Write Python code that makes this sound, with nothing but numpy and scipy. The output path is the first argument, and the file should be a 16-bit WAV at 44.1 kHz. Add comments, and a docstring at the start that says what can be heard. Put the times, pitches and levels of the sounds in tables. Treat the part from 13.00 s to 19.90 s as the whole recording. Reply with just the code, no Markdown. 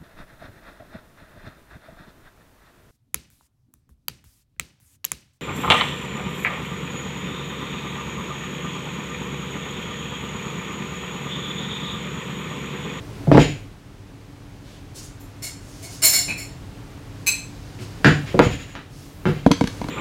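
"""A drink is made in a small bedroom, heard from a phone on a wooden table while a fan hums throughout.
First things are bumped and rattle; after some faint scrapes a metal spoon clatters and clinks on a mug.
The mug clinks again over soft hiss, more things are bumped, and at the end the mug rocks to rest nearby.
Hard things are sums of fading tones started by short blows; scrapes, hiss and the fan are filtered noise.
A fading burst of noise stands in for the echoes of the room."""
import sys
import numpy as np
from scipy import signal
from scipy.fft import rfft, irfft
from scipy.io import wavfile

SR = 44100
rng = np.random.default_rng(int(sys.argv[2]) if len(sys.argv) > 2 else 0)


def master_out(mix):
    """Clip the mix to full scale and print it as 16-bit PCM to the path in sys.argv[1]."""
    frames = np.transpose(np.atleast_2d(mix))
    ceiling = np.clip(frames, -1, 1)
    pcm = np.round(ceiling * 32767).astype(np.int16)
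    wavfile.write(sys.argv[1], SR, pcm)


N = 304290  # length of the scene in samples
T = np.arange(N) / SR  # the whole scene, in seconds
RING = T[:SR]  # one second, long enough for any single blow


# The spoon's strikes. Each row: start in seconds, relative level in dB, length of the chatter in seconds,
# tilt towards the treble in dB per octave.
SPOON_STRIKES = [(2.198, -44.5, .011, 15), (2.423, -27, .026, -3), (2.823, -37.5, .039, -9),
                 (3.02, -13, .01, -2), (3.034, -7, .016, 2), (3.049, -8.5, .012, 9),
                 (3.126, -10, .039, -0.5), (3.279, -32, .009, -6), (3.374, -28.5, .024, -3)]
# The tones of the spoon. Each row: pitch in Hz, width in Hz (wider fades faster), relative level in dB.
SPOON_TONES = [(706, 33, -17.5), (2186, 85, -6), (2850, 130, -15), (4343, 92, -1.5), (4880, 23, -31),
               (5310, 57, 2), (6850, 64, -3), (7270, 120, -1), (7520, 45, -8), (7700, 25, -19),
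               (8470, 36, -13.5), (9174, 41, 2.5), (11060, 27, -19.5), (11200, 47, -5), (12400, 69, -30),
               (12850, 27, -6), (13400, 39, 3), (14100, 30, -7.5), (14600, 45, -23), (16000, 52, -9)]
# After every strike the spoon springs back and lands again, more softly: delay in seconds, change in dB.
REBOUND_S, REBOUND_DB = 0.036, -7.5


def spoon(crack_db=-14, direct_db=-13, room_db=0):
    """The spoon chatters and rebounds; each contact cracks and rings the tones of its bending metal."""
    out = np.zeros(N)
    for start, db, length, tilt_db in SPOON_STRIKES:
        crack = unit(band(burst(0.026), 9000, 1.7))
        blow = chime(SPOON_TONES, tilt_db) + undb(crack_db) * crack
        for lag, change_db in (0, 0), (REBOUND_S, REBOUND_DB):
            strike = unit(through(chatter(length, count=7), blow))
            add(out, start + lag, undb(db + change_db) * strike)
    return undb(direct_db) * out + undb(room_db) * room(out)


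# Blows on the mug wall. Each row: start in seconds, relative level in dB, contact brightness in Hz
# (treble above it is softened).
MUG_BLOWS = [(3.281, -25.5, 3620), (3.301, -24, 2850), (4.2647, -21, 17000), (4.269, -13, 16900)]
# The tones of the mug. Each row: pitch in Hz, width in Hz (wider fades faster), relative level in dB.
MUG_TONES = [(2410, 34, -1), (2555, 42, 1), (4040, 45, -7), (4220, 90, -6), (6240, 60, -2), (7420, 55, -4),
             (7960, 70, -2), (2880, 80, -22), (3370, 40, -18), (5080, 100, -16), (6940, 35, -18),
             (10200, 110, -13), (10700, 150, -17), (11730, 70, -12), (12050, 65, -6), (13400, 120, -15),
             (14000, 90, -14), (14400, 80, -15)]


def mug(direct_db=-10, room_db=0):
    """The mug wall rings at many pitches, some of them close pairs because the handle splits them."""
    out = np.zeros(N)
    for start, db, brightness in MUG_BLOWS:
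        clink = unit(soften(chime(MUG_TONES), brightness, order=4))
        add(out, start, undb(db) * clink)
    return undb(direct_db) * out + undb(room_db) * room(out)


# The mug's foot meeting the table. Each row: start in seconds, bump level in dB, contact brightness in Hz,
# level of the glaze tick in dB, tilt of the tick towards the treble in dB per octave.
FOOT_CONTACTS = [(6.4632, -3.5, 940, -32.5, -1), (6.474, -20, 400, -41, 6), (6.5078, -9.5, 496, -60, -13),
                 (6.515, -13.5, 2500, -19, 1.5), (6.536, -33, 500, -38.5, -19), (6.61, -10.5, 820, -27, -7),
                 (6.64, -15, 400, -32, -8), (6.674, -28.5, 400, -29, 2), (6.815, -22, 1130, -42.5, 3),
                 (6.842, -28, 1200, -41.5, -2), (6.886, -25, 1520, -38.5, 3)]
# The tones of the table top. Each row: pitch in Hz, relative level in dB, seconds to fade by 60 dB.
TABLE_TONES = [(134, -4, 0.038), (245.5, 7, 0.014), (290, 4, 0.065), (469, -12, 0.11), (712, -4, 0.014),
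               (973, -5, 0.03), (1490, -6, 0.0093), (2110, -10.5, 0.045)]
# The tones of the skidding glaze. Each row: pitch in Hz, width in Hz (wider fades faster),
# relative level in dB.
GLAZE_TONES = [(1510, 1000, 12.5), (2200, 110, 10), (3200, 360, 9), (3980, 360, 10), (6100, 43, 14.5),
               (7940, 390, -33), (10970, 150, 11), (13900, 520, -22)]


def set_down(skid_s=0.0046, room_db=-19, glaze_room_db=-7):
    """The mug rocks on the table: each contact is a dry wooden bump and a tick where the glaze skids."""
    bumps, ticks = np.zeros(N), np.zeros(N)
    for start, db, brightness, tick_db, tilt_db in FOOT_CONTACTS:
        bump = unit(soften(ring(TABLE_TONES, scatter_db=2.5), brightness))
        add(bumps, start, undb(db) * bump)
        glaze = soften(chime(GLAZE_TONES, tilt_db), 6800)
        tick = unit(through(chatter(skid_s, count=6), glaze))
        add(ticks, start, undb(tick_db) * tick)
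    return bumps + ticks + room(undb(room_db) * bumps + undb(glaze_room_db) * ticks)


# Things bumped on furniture. Each row: start in seconds, thud level in dB, pitch of the edge clack in Hz,
# level of the edge clack in dB, cycles the edge clack takes to fade by 60 dB,
# level of the landing clack in dB, level of the room echo relative to the blow in dB.
BUMPS = [(0.272, -16.5, 335, -23, 9.8, -12.5, -2), (0.316, -8, 615, -8.5, 3, -5.5, -5.5),
         (0.347, -6.5, 880, -17, 15, -14, -1), (0.3733, -6, 1036, -14, 3, -2, -12),
         (3.279, -35, 890, -44, 6.8, -50, 4.5), (4.79, -40, 2430, -47, 7.3, -65, 6),
         (5.046, -9, 1640, -10.5, 12, -21, 2.5), (5.343, -16, 467, -19.5, 22, -43, -3.5),
         (5.392, -6, 1130, -5, 4.1, -6.5, -8), (5.454, -26, 267, -40, 7, -13, -5),
         (5.753, -52.5, 1640, -35, 2.1, -56, 3.5), (6.2551, -16, 1160, -23, 2.6, -30, 2)]
# The tones of the furniture. 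Each row: pitch in Hz, relative level in dB, seconds to fade by 60 dB.
FURNITURE_TONES = [(86.7, -19, 0.32), (125.3, 0, 0.04), (147.6, -4, 0.24), (237.6, 5, 0.021),
                   (319.5, 0, 0.023), (356.5, -1.5, 0.053), (475, -7, 0.022), (716, -11.5, 0.029),
                   (1236, -38, 0.18)]
# The full weight lands a moment after the edge (seconds), with a deeper clack (times the edge pitch)
# that fades by 60 dB within a few cycles. The edge thuds more softly than the landing (dB).
LANDING_S, LANDING_PITCH, LANDING_CYCLES, EDGE_THUD_DB = .006, 0.43, 7.1, -5


def knocks():
    """Each bump clacks on an edge, then lands with its full weight; both thud in the furniture."""
    near, far = np.zeros(N), np.zeros(N)
    for start, thud_db, hz, edge_db, cycles, landing_db, room_db in BUMPS:
        edge_thud = undb(thud_db + EDGE_THUD_DB) * ring(FURNITURE_TONES, scatter_db=4.5)
        edge = edge_thud + undb(edge_db) * clack(hz, cycles)
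        landing_thud = undb(thud_db) * ring(FURNITURE_TONES, scatter_db=2.5)
        landing = landing_thud + undb(landing_db) * clack(hz * LANDING_PITCH, LANDING_CYCLES)
        for lag, blow in (0, edge), (LANDING_S, landing):
            add(near, start + lag, blow)
            add(far, start + lag, undb(room_db) * blow)
    return near + room(far)


def clack(hz, cycles, crack_db=-7, crack_reach=1.65):
    """A hard contact: one quickly fading tone and a dull crack."""
    tone = ring([(hz, 0, cycles / hz)])
    crack = unit(soften(burst(0.062), hz * crack_reach))
    return unit(soften(tone + undb(crack_db) * crack, 3 * hz))


# Loose things set shaking. Each row: start in seconds, relative level in dB, change per swing in dB,
# level of the metallic ring relative to the buzz in dB.
SHAKES = [(0.318, -25.5, -32, -21), (0.386, -18, -16.5, -10), (5.044, -19, -23, -11.5),
          (5.26, -32.5, -13, -14), (5.413, -23.5, -6.5, -8.5), (6.255, -32.5, -6.5, -15)]
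# The tones of the rattling metal. Each row: pitch in Hz, width in Hz (wider fades faster),
# relative level in dB.
METAL_TONES = [(6810, 140, -6), (6940, 230, -1), (9430, 72, -7), (11950, 400, -19)]
# One buzz per swing: seconds between swings, seconds of buzz.
# The metallic ring stands out more on each swing, by this many dB.
SWING_S, BUZZ_S, METAL_DB_PER_SWING = .088, .042, 1


def rattles(direct_db=-10, count=4):
    """Loose things buzz after a knock, weaker on every swing, with a thin metallic ring."""
    out, metal = np.zeros(N), chime(METAL_TONES)
    for start, db, fall_db, ring_db in SHAKES:
        for swing in range(count):
            contacts = chatter(BUZZ_S, count=24)
            buzz = unit(soften(band(band(contacts, 2230, 2.8), 2340, 1.3), 11400))
            metal_db = ring_db + swing * METAL_DB_PER_SWING
            ringing = undb(metal_db) * unit(through(contacts, metal))
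            add(out, start + swing * SWING_S, undb(db + swing * fall_db) * (buzz + ringing))
    return undb(direct_db) * out + room(out)


# Scraping, handling, swells of background hiss and the low body noise under the spoon's clatter.
# Each row: start in seconds, length in seconds, relative level in dB, middle of the noise band in Hz.
NOISE_SWELLS = [(1.613, .18, -54.5, 3200), (1.941, 0.06, -40.5, 6000), (2.02, 0.039, -45, 6470),
                (2.419, 0.047, -34, 8000), (2.549, 0.58, -52.5, 5900), (2.819, 0.038, -39.5, 7000),
                (2.889, 0.072, -42.5, 5500), (3.017, 0.085, -41, 790), (3.99, 1.26, -58, 4200),
                (4.792, 0.047, -45.5, 4300), (5.852, 0.62, -57, 12200), (5.873, 0.24, -55.5, 4760),
                (6.519, 0.33, -53, 5130)]


def noise_swells(grain_db=3, direct_db=-6):
    """Scrapes, hiss and body noise: a dense stream of uneven grains that swells and stops."""
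    out = np.zeros(N)
    for start, length, db, hz in NOISE_SWELLS:
        n = int(length * SR)
        unevenness = undb(grain_db * rng.exponential(size=2 * SR))
        grains = band(rng.standard_normal(2 * SR) * unevenness, hz, 1.41)[:n]
        swell = signal.windows.tukey(n, .5)
        add(out, start, undb(db) * grains / grains.std() * swell)
    return undb(direct_db) * out + room(out)


# The colour of the fan's noise. Each row: pitch in Hz, relative level in dB per Hz.
FAN_SPECTRUM = [(15, -17), (25, 10), (49, -1.5), (66, -9.5), (102, 2.5), (249, -14), (285, -2.5),
                (317, -14), (416, -15), (463, -17.5), (607, -20), (1890, -27.5), (2050, -27.5),
                (6380, -36.5), (16000, -48)]
# How loud the phone lets the background noise through over time, written out by hand: it is turned down
# after loud knocks and recovers. Each row: time in seconds, relative level in dB.
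BACKGROUND_LEVEL = [(0.0, -36), (0.31, -33.5), (0.77, -43), (3.59, -38), (4.67, -38), (5.36, -32.5),
                    (5.84, -42), (6.21, -39.5), (6.47, -38), (6.9, -32)]
BACKGROUND_DB = 2.5  # added to every background level


def fan():
    """Steady moving air: noise droning at a few low resonances, let through at a set level over time."""
    hz, db = np.transpose(FAN_SPECTRUM)
    f = np.maximum(np.fft.rfftfreq(N, 1 / SR), 1)
    colour = undb(np.interp(np.log(f), np.log(hz), db))
    air = irfft(rfft(rng.standard_normal(N)) * colour, N)
    level_db = BACKGROUND_DB + np.interp(T, *np.transpose(BACKGROUND_LEVEL))
    return air / air.std() * undb(level_db)


# How long the room echoes. Each row: pitch in Hz, seconds to fade by 60 dB.
ROOM_FADE = [(100, 0.41), (300, 0.36), (1000, 0.28), (2500, 0.36), (7000, 0.37), (14000, 0.17)]


def room(x, build_s=0.0014, gap_s=0.0018):
    """Blurred echoes that start after a tiny gap, build up quickly and die away band by band."""
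    noise, tail = rfft(rng.standard_normal(SR)), 0
    octave = np.log2(np.maximum(np.arange(len(noise)), 1))
    hz, t60s = np.transpose(ROOM_FADE)
    # each band takes its share of the noise, crossing smoothly into its neighbours
    for share, t60 in zip(np.eye(len(hz)), t60s):
        weight = np.interp(octave, np.log2(hz), share)
        tail = tail + irfft(noise * weight, SR) * fade(t60)
    tail = tail * (1 - np.exp(-np.maximum(RING - gap_s, 0) / build_s))
    return through(x, tail / np.sqrt(np.sum(tail ** 2)))


def chime(peaks, tilt_db=0):
    """Bright tones started together by one blow; the point of contact tilts their balance."""
    total = 0
    for hz, width, db in peaks:
        strength = undb(db + tilt_db * np.log2(hz)) * width
        total = total + strength * np.exp(-np.pi * width * RING) * np.cos(2 * np.pi * hz * RING)
    return unit(total)


def ring(modes, scatter_db=0):
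    """Fading tones; each point of contact weights them a little differently."""
    total = 0
    for k, (hz, db, t60) in enumerate(modes):
        # every second tone starts upside down
        tone = unit(np.sin(2 * np.pi * hz * RING + k * np.pi) * fade(t60))
        total = total + undb(db + scatter_db * rng.standard_normal()) * tone
    return unit(total)


def chatter(length, count):
    """A first contact and a string of uneven bounces that tend to weaken."""
    x = np.zeros(SR)
    bounce = np.arange(count)
    jitter = rng.random(count) * (bounce > 0)  # the first contact is exactly on time
    when = (bounce + jitter) / count  # as a fraction of the length
    x[(when * length * SR).astype(int)] = np.exp(-when) * undb(1 * rng.standard_normal(count))
    return x


def burst(t60):
    """A short crack of noise."""
    return unit(rng.standard_normal(SR) * fade(t60))


def fade(t60):
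    """Smooth dying away, by 60 dB in t60 seconds."""
    return np.exp(-np.log(1000) * RING / t60)


def soften(x, hz, order=2):
    """A longer contact passes less treble."""
    sos = signal.butter(order, min(hz, SR / 2 - 1000), fs=SR, output="sos")
    return signal.sosfilt(sos, x)


def band(x, hz, spread):
    """Broad resonance from hz / spread to hz * spread."""
    spread = max(spread, 1.05)
    edges = [hz / spread, min(hz * spread, SR / 2 - 1000)]
    return signal.sosfilt(signal.butter(1, edges, "band", fs=SR, output="sos"), x)


def through(x, response):
    """Let x set a response ringing."""
    return signal.fftconvolve(x, response)[:len(x)]


def unit(x):
    """Scale a blow to the energy of 10 ms at full level."""
    return x * np.sqrt(SR / 100 / np.sum(x ** 2))


def undb(db):
    """Turn decibels into a plain multiplier."""
    return 10 ** (np.asarray(db) / 20)


def add(out, start, x):
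    """Mix x into out from a start time in seconds."""
    i = max(int(start * SR), 0)
    out[i:i + len(x)] += x[:max(N - i, 0)]


def scene():
    """Everything as it reaches the phone, with the background level already set."""
    return (spoon() + mug() + set_down() + knocks() + rattles() + noise_swells() + fan())[None]


TOP_HZ = 15800  # the phone passes almost nothing above this


def record(dry):
    """The phone drops the deepest bass, clips the hardest knocks and cuts the top."""
    x = signal.sosfilt(signal.butter(6, 39, "high", fs=SR, output="sos"), dry)
    x = np.clip(x, -1, 1)
    return signal.sosfilt(signal.ellip(10, .2, 80, TOP_HZ, fs=SR, output="sos"), x)


dry = scene()
out = record(dry)
master_out(out)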